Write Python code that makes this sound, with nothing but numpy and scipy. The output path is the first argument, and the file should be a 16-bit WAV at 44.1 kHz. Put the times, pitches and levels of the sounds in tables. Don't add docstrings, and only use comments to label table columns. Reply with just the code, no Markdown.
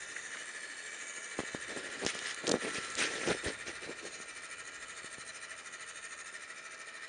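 import sys
import numpy as np
from scipy import signal
from scipy.io import wavfile
from scipy.ndimage import uniform_filter1d

SR = 44100
rng = np.random.default_rng(int(sys.argv[2]) if len(sys.argv) > 2 else 0)


def store_pcm(level_fs):
    pcm = np.round(np.clip(level_fs, -1, 1) * 32767).astype(np.int16)
    wavfile.write(sys.argv[1], SR, np.atleast_2d(pcm).T)


N = 312228

BUZZ_HZ = (86.53, 73.41)
THROB_HZ = BUZZ_HZ[0] - BUZZ_HZ[1]
# time full level is reached in seconds, hold in seconds,
# scrape level in dB, rumble level in dB.
JOLTS = [(0.332, 0.097, -55, -62), (1.396, 0.0071, -45, -44), (1.555, 0.011, -60, -50),
         (1.694, 0.031, -54, -47), (1.73, .26, -52, -51), (1.767, .02, -51, -44), (2.028, 0.021, -44, -38),
         (2.072, 0.028, -35.5, -69), (2.142, 0.14, -47, -55.5), (2.143, 0.0099, -53, -54),
         (2.259, 0.048, -39, -66), (2.439, .03, -58, -46.5), (2.482, 0.072, -50, -33),
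         (2.614, .29, -47, -54.5), (2.63, 0.056, -45, -41), (2.745, 0.031, -39, -46.5),
         (2.983, 0.071, -37, -43), (2.996, 0.038, -30, -43), (3.07, 0.186, -42.5, -45.5),
         (3.269, 0.059, -36.5, -35), (3.447, 0.047, -40.5, -40), (3.674, 0.028, -42.5, -47.5),
         (3.832, .03, -51.5, -50), (3.883, .025, -63, -43.5), (4.031, 0.044, -51, -47.5),
         (4.098, .1, -59, -62.5)]


def from_db(db):
    return 10 ** (np.asarray(db) / 20)


def rms_one(x):
    return x / np.sqrt(np.mean(x ** 2) + 1e-20)


def in_time(rows):
    seconds, *columns = np.transpose(rows)
    return [np.interp(np.arange(N) / SR, seconds, column) for column in columns]


def at_hz(points, hz, axis=1):
    points = np.array(points)
    return np.interp(np.log(hz), np.log(points[:, 0]), points[:, axis])


def drift(rate_hz):
    step = 40
    r = np.exp(-2 * np.pi * rate_hz * step / SR)
    noise = rng.standard_normal(N // step + 2002)
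    slow = signal.lfilter([1], [1, -2 * r, r * r], noise)[2000:]
    return np.interp(np.arange(N) / step, np.arange(len(slow)), rms_one(slow - slow.mean()))


def band_pass(x, low_hz, high_hz):
    return signal.sosfilt(signal.butter(2, [low_hz, high_hz], "band", fs=SR, output="sos"), x)


def bands(x, count):
    edges = 10500 * 2 ** (-np.arange(count + 1) / 3)
    for k, (high, low) in enumerate(zip(edges, edges[1:])):
        yield np.sqrt(low * high), band_pass(x[k % 2], low, high)


def resonance(x, hz, width_hz):
    r = np.exp(-np.pi * width_hz / SR)
    feedback = [1, -2 * r * np.cos(2 * np.pi * hz / SR), r * r]
    return signal.lfilter(np.array([1, 0, -1]) * (1 - r * r) / 2, feedback, x)


def mode(push, hz, t60):
    r = from_db(-60 / (t60 * SR))
    w = 2 * np.pi * hz / SR
    return signal.lfilter([0, np.sin(w)], [1, -2 * r * np.cos(w), r * r], push + 1e-18)


def wind():
    # time in seconds, level in dB before the wander.
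    gusts = [(0.0, -67), (.6, -86), (1.3, -88), (1.6, -66.5), (2.5, -76), (2.9, -63.5), (3.5, -64.5),
             (4.5, -73.5), (5.2, -71), (7.08, -82)]
    low = band_pass(rng.standard_normal(N), 30, 140)
    wander_db = drift(2.4)
    return from_db(in_time(gusts)[0] + wander_db) * rms_one(low)


def throb(hz, depth):
    # frequency in Hz, throb depth in dB before the depth factor,
    # throb lag in turns, depth of each buzz ripple in dB.
    pulse_by_pitch = [(302, .8, .2, 1), (1300, 1.8, .2, .8), (1650, 1.6, .15, .8), (1850, 4.2, .08, .64),
                      (2050, 3.4, .15, .7), (2400, 3.2, .1, 1), (4000, 3.3, .08, .4),
                      (7000, 4.8, .03, 1.34), (9200, 6.2, -.04, 1.7)]
    buzz_turn = (0.4, -0.58)
    throb_turn = -.31
    t = np.arange(N) / SR
    angle = 2 * np.pi * (THROB_HZ * t + throb_turn - at_hz(pulse_by_pitch, hz, axis=2))
    buzz = sum(np.cos(2 * np.pi * (rate * t + start)) for rate, start in zip(BUZZ_HZ, buzz_turn))
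    swing = np.cos(angle) + 0.14 * np.sin(2 * angle)
    swing_db = depth * at_hz(pulse_by_pitch, hz) * swing
    buzz_db = at_hz(pulse_by_pitch, hz, axis=3) * buzz
    return from_db(swing_db + buzz_db)


def whines():
    # frequency in Hz, middle of the fade in and of the fade out in seconds,
    # level in dB before fade and throb.
    whine_rows = [(1720, -2, 3.47, -55.5), (1833, -1.5, 1.4, -57), (2285, .7, 1.7, -57.5),
                  (1340, 2.5, 3.4, -52.5), (1398, 1, 6.6, -62.5), (1832, 1.5, 5.5, -58.5),
                  (2102, 5, 4.7, -50.5), (1304, 4, 7.5, -62.5), (2432, 2, 7.1, -63.5),
                  (1828, 5.8, 7.5, -57.5), (645, 3.5, 7.5, -71)]
    width_hz, even_s, fade_s = 6, 0.022, 0.4
    out, t = np.zeros(N), np.arange(N) / SR
    noise = rng.standard_normal(N)
    for hz, start, end, db in whine_rows:
        fade = np.clip(np.minimum(t - start, end - t) / fade_s + .5, 0, 1)
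        tone = rms_one(resonance(resonance(noise, hz, width_hz), hz, width_hz))
        local_power = uniform_filter1d(tone ** 2, size=round(even_s * SR))
        even = tone / np.sqrt(0.2 + local_power)
        out += from_db(db) * fade * rms_one(even)
    return out


def whirr():
    # time in seconds, level of the ringing in dB, treble in dB (above 5 kHz),
    # throb depth factor above 3 kHz.
    whirr_curve = [(0.0, -47.5, 2, .45), (1.22, -47, 0, .45), (1.73, -45.5, -2.5, .9),
                   (2.13, -44, -5, 0.74), (3.14, -45, -1, 0.45), (3.69, -47.5, -3, 0.91),
                   (4.93, -48.5, -0.5, 1.04), (5.54, -49, 0, 1.19), (7.08, -50, -2.5, 0.92)]
    # frequency in Hz, level in dB per Hz.
    bed_spectrum = [(24, -57), (40, -27), (532, -2), (640, -7.5), (806, -12), (1850, -7), (2180, -15.5),
                    (2330, -15), (4890, -15), (6750, -20), (7940, -20), (9120, -6), (10000, -33),
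                    (13000, -59), (22000, -120)]
    # frequency in Hz, width in Hz, relative gain in dB.
    housing = [(659, 19, -13), (1247, 19, -8.5), (1306, 44, -11), (1408, 54, -10), (1641, 37, -8.5),
               (1659, 6.1, -4), (1811, 115, -4.5), (1947, 29, -0.5), (2040, 49, -10.5), (2333, 45, -4.5),
               (2440, 33, -10.5), (2598, 88, -13), (2951, 30, -8), (3667, 102, -13), (4050, 26, -6.5),
               (4310, 120, -14), (5207, 31, -9.5), (5917, 80, -11.5), (6696, 230, -10), (7490, 116, -10),
               (8530, 254, -13.5), (9050, 110, -15.5), (8980, 220, -20.5)]
    bed_db, wander_db = -6.5, 2.5
    level_db, treble_db, high_depth = in_time(whirr_curve)
    low_depth = .35 + .42 * high_depth
    friction = rng.standard_normal((2, N))

    def pulsing(hz):
        depth = high_depth if hz > 3000 else low_depth
        return from_db(treble_db * (hz > 5000)) * throb(hz, depth)

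    rings = np.zeros(N)
    for k, (hz, width_hz, db) in enumerate(housing):
        ring = resonance(friction[k % 2], hz, width_hz)
        rings += from_db(db + wander_db * drift(1.7)) * pulsing(hz) * ring
    bed = np.zeros(N)
    for hz, band in bands(friction[::-1], count=24):
        bed += from_db(at_hz(bed_spectrum, hz) + 0.94 * drift(8.9)) * pulsing(hz) * band
    noise = from_db(level_db) * (rms_one(rings) + from_db(bed_db) * rms_one(bed))
    return noise + whines() * throb(1850, 1.15 * low_depth)


def body(push):
    # frequency in Hz, level in dB before the band-pass, time to fall 60 dB in seconds.
    body_modes = [(258, -12.5, 0.0092), (439, 2, 0.0067), (800, -8.5, 0.0024), (1380, -9, 0.0034)]
    out = sum(from_db(db) * mode(push, hz, t60) for hz, db, t60 in body_modes)
    return band_pass(out, 190, 1800)


def grains(per_s, spread_db, count):
    size_db = spread_db * np.minimum(rng.exponential(1, (count, N)), 5)
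    sizes = from_db(size_db) * rng.choice([-1, 1], (count, N))
    falls = rng.random((count, N)) < per_s / SR
    return rms_one(sizes * falls) + 1e-18


def jolt_gain(levels_db):
    rise_db_per_s, fall_db_per_s = 799, 451
    t, power = np.arange(N) / SR, 0
    for (start, hold, *_), db in zip(JOLTS, levels_db):
        before, after = np.maximum(start - t, 0), np.maximum(t - start - hold, 0)
        lost_db = rise_db_per_s * before + fall_db_per_s * after
        power = power + from_db(2 * (db - np.minimum(lost_db, 100)))
    return np.sqrt(power)


def jolting():
    # frequency in Hz, level in dB per Hz.
    scrape_spectrum = [(410, -47), (700, -22), (1100, -13.5), (1690, -1.5), (1820, -2), (4750, -10.5),
                       (6930, -8), (8000, -24.5), (9150, -6.5), (9670, -15.5), (10000, -34), (13000, -64),
                       (22000, -120)]
    *_, scrape_db, rumble_db = np.transpose(JOLTS)
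    scrape = np.zeros(N)
    for hz, band in bands(grains(6000, 2.65, count=2), count=12):
        scrape += from_db(at_hz(scrape_spectrum, hz) + 2.7 * drift(21.0)) * band
    pushes = grains(1500, 3.4, count=1)[0]
    rumble = resonance(body(pushes), 376, 540)
    return jolt_gain(scrape_db) * rms_one(scrape) + jolt_gain(rumble_db) * rms_one(rumble)


def ticks():
    # start in seconds, peak in dB, time to fall to 1/e in seconds, centre in Hz.
    tick_rows = [(0.163, -30.5, 0.0072, 1800), (.347, -34.5, 0.0036, 1670), (.356, -36, 0.0031, 1480),
                 (0.37, -32, 0.003, 1800), (1.393, -27, 0.0027, 1190), (2.05, -22, 0.0013, 6000),
                 (2.064, -15.5, 0.0015, 3040), (2.069, -25, 0.0018, 3000), (2.087, -28, 0.0047, 1990),
                 (2.148, -29, 0.0018, 7000), (2.19, -25, 0.0015, 2200), (2.345, -24.5, 0.00099, 5000),
                 (2.469, -19.5, 0.0027, 3370), (2.477, -20, 0.0017, 4000), (2.481, -28, 0.0018, 4200),
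                 (2.492, -20, 0.0021, 5000), (2.4933, -23.5, 0.0035, 5170), (2.514, -19, 0.0017, 4800),
                 (2.517, -16.5, 0.0029, 4000), (2.847, -32, 0.0022, 5000), (2.902, -28, 0.0013, 6000),
                 (2.953, -18, 0.00076, 6000), (2.967, -36, 0.0046, 2500), (2.984, -24, 0.0014, 3020)]
    broad_tick_s, narrowing = 0.002, 1.4
    out, t = np.zeros(N), np.arange(1500) / SR
    noises = rng.standard_normal((len(tick_rows), len(t)))
    for (start, db, length, hz), noise in zip(tick_rows, noises):
        width_hz = hz * (broad_tick_s / length) ** narrowing
        burst = resonance(noise * np.exp(-(t / length) ** 2), hz, width_hz)
        burst = resonance(burst, hz, 2 * width_hz)
        out[round(start * SR):][:len(t)] += from_db(db) * burst / np.abs(burst).max()
    return out


def thumps():
    # time in seconds, size of the push in dB.
    body_pushes = [(1.182, -40), (1.3896, -18.5), (1.4030, -23.5), (1.435, -31.5), (1.5477, -22),
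                   (1.773, -26.5), (2.031, -34), (2.048, -23), (2.064, -18), (2.152, -29), (2.442, -26.5),
                   (2.4787, -22.5), (2.4914, -39), (2.4956, -17.5), (2.502, -21), (2.516, -16.5),
                   (2.5400, -12.5), (2.5557, -25), (2.648, -24.5), (2.679, -30), (2.785, -36),
                   (3.0137, -26), (3.275, -21.5), (3.281, -20), (3.293, -23.5), (3.299, -26), (3.304, -22),
                   (3.3111, -20), (3.316, -20), (3.349, -28), (3.46, -30), (3.4845, -26.5), (3.5034, -30),
                   (3.8947, -31), (4.2013, -36), (5.044, -35.5), (5.182, -37.5)]
    # time in seconds, starting height in dB, frequency in Hz.
    frame_thuds = [(1.3908, -29, 148), (1.5454, -35.5, 149), (2.051, -35.5, 80.5), (2.541, -31, 123),
                   (2.783, -34.5, 163), (3.291, -29, 149), (3.307, -32, 150), (3.323, -34, 160),
                   (3.462, -27.5, 81), (3.476, -36, 150), (3.678, -41, 140), (3.862, -44, 130),
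                   (5.041, -52, 130), (5.184, -46, 131)]
    thud_cycles = 3.1
    push, frame = np.zeros(N), np.zeros(N)
    for s, db in body_pushes:
        push[round(s * SR)] -= from_db(db)
    for s, db, hz in frame_thuds:
        knock = np.zeros(N)
        knock[round(s * SR)] = 1
        frame -= from_db(db) * mode(knock, hz, thud_cycles / hz)
    return body(push) + frame


def scene():
    return (wind() + whirr() + jolting() + ticks() + thumps())[None]


def record(dry):
    dip_edges = [7780, 8250]
    low_cut_hz, top_cut_hz, hiss_db = 45, 9580, -104
    thin = signal.sosfilt(signal.butter(2, low_cut_hz, "high", fs=SR, output="sos"), dry)
    dipped = signal.sosfilt(signal.butter(2, dip_edges, "stop", fs=SR, output="sos"), thin)
    cut = signal.sosfilt(signal.ellip(12, .5, 75, top_cut_hz, fs=SR, output="sos"), dipped)
    return cut + from_db(hiss_db) * rng.standard_normal(dry.shape)


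dry = scene()
out = record(dry)
store_pcm(out)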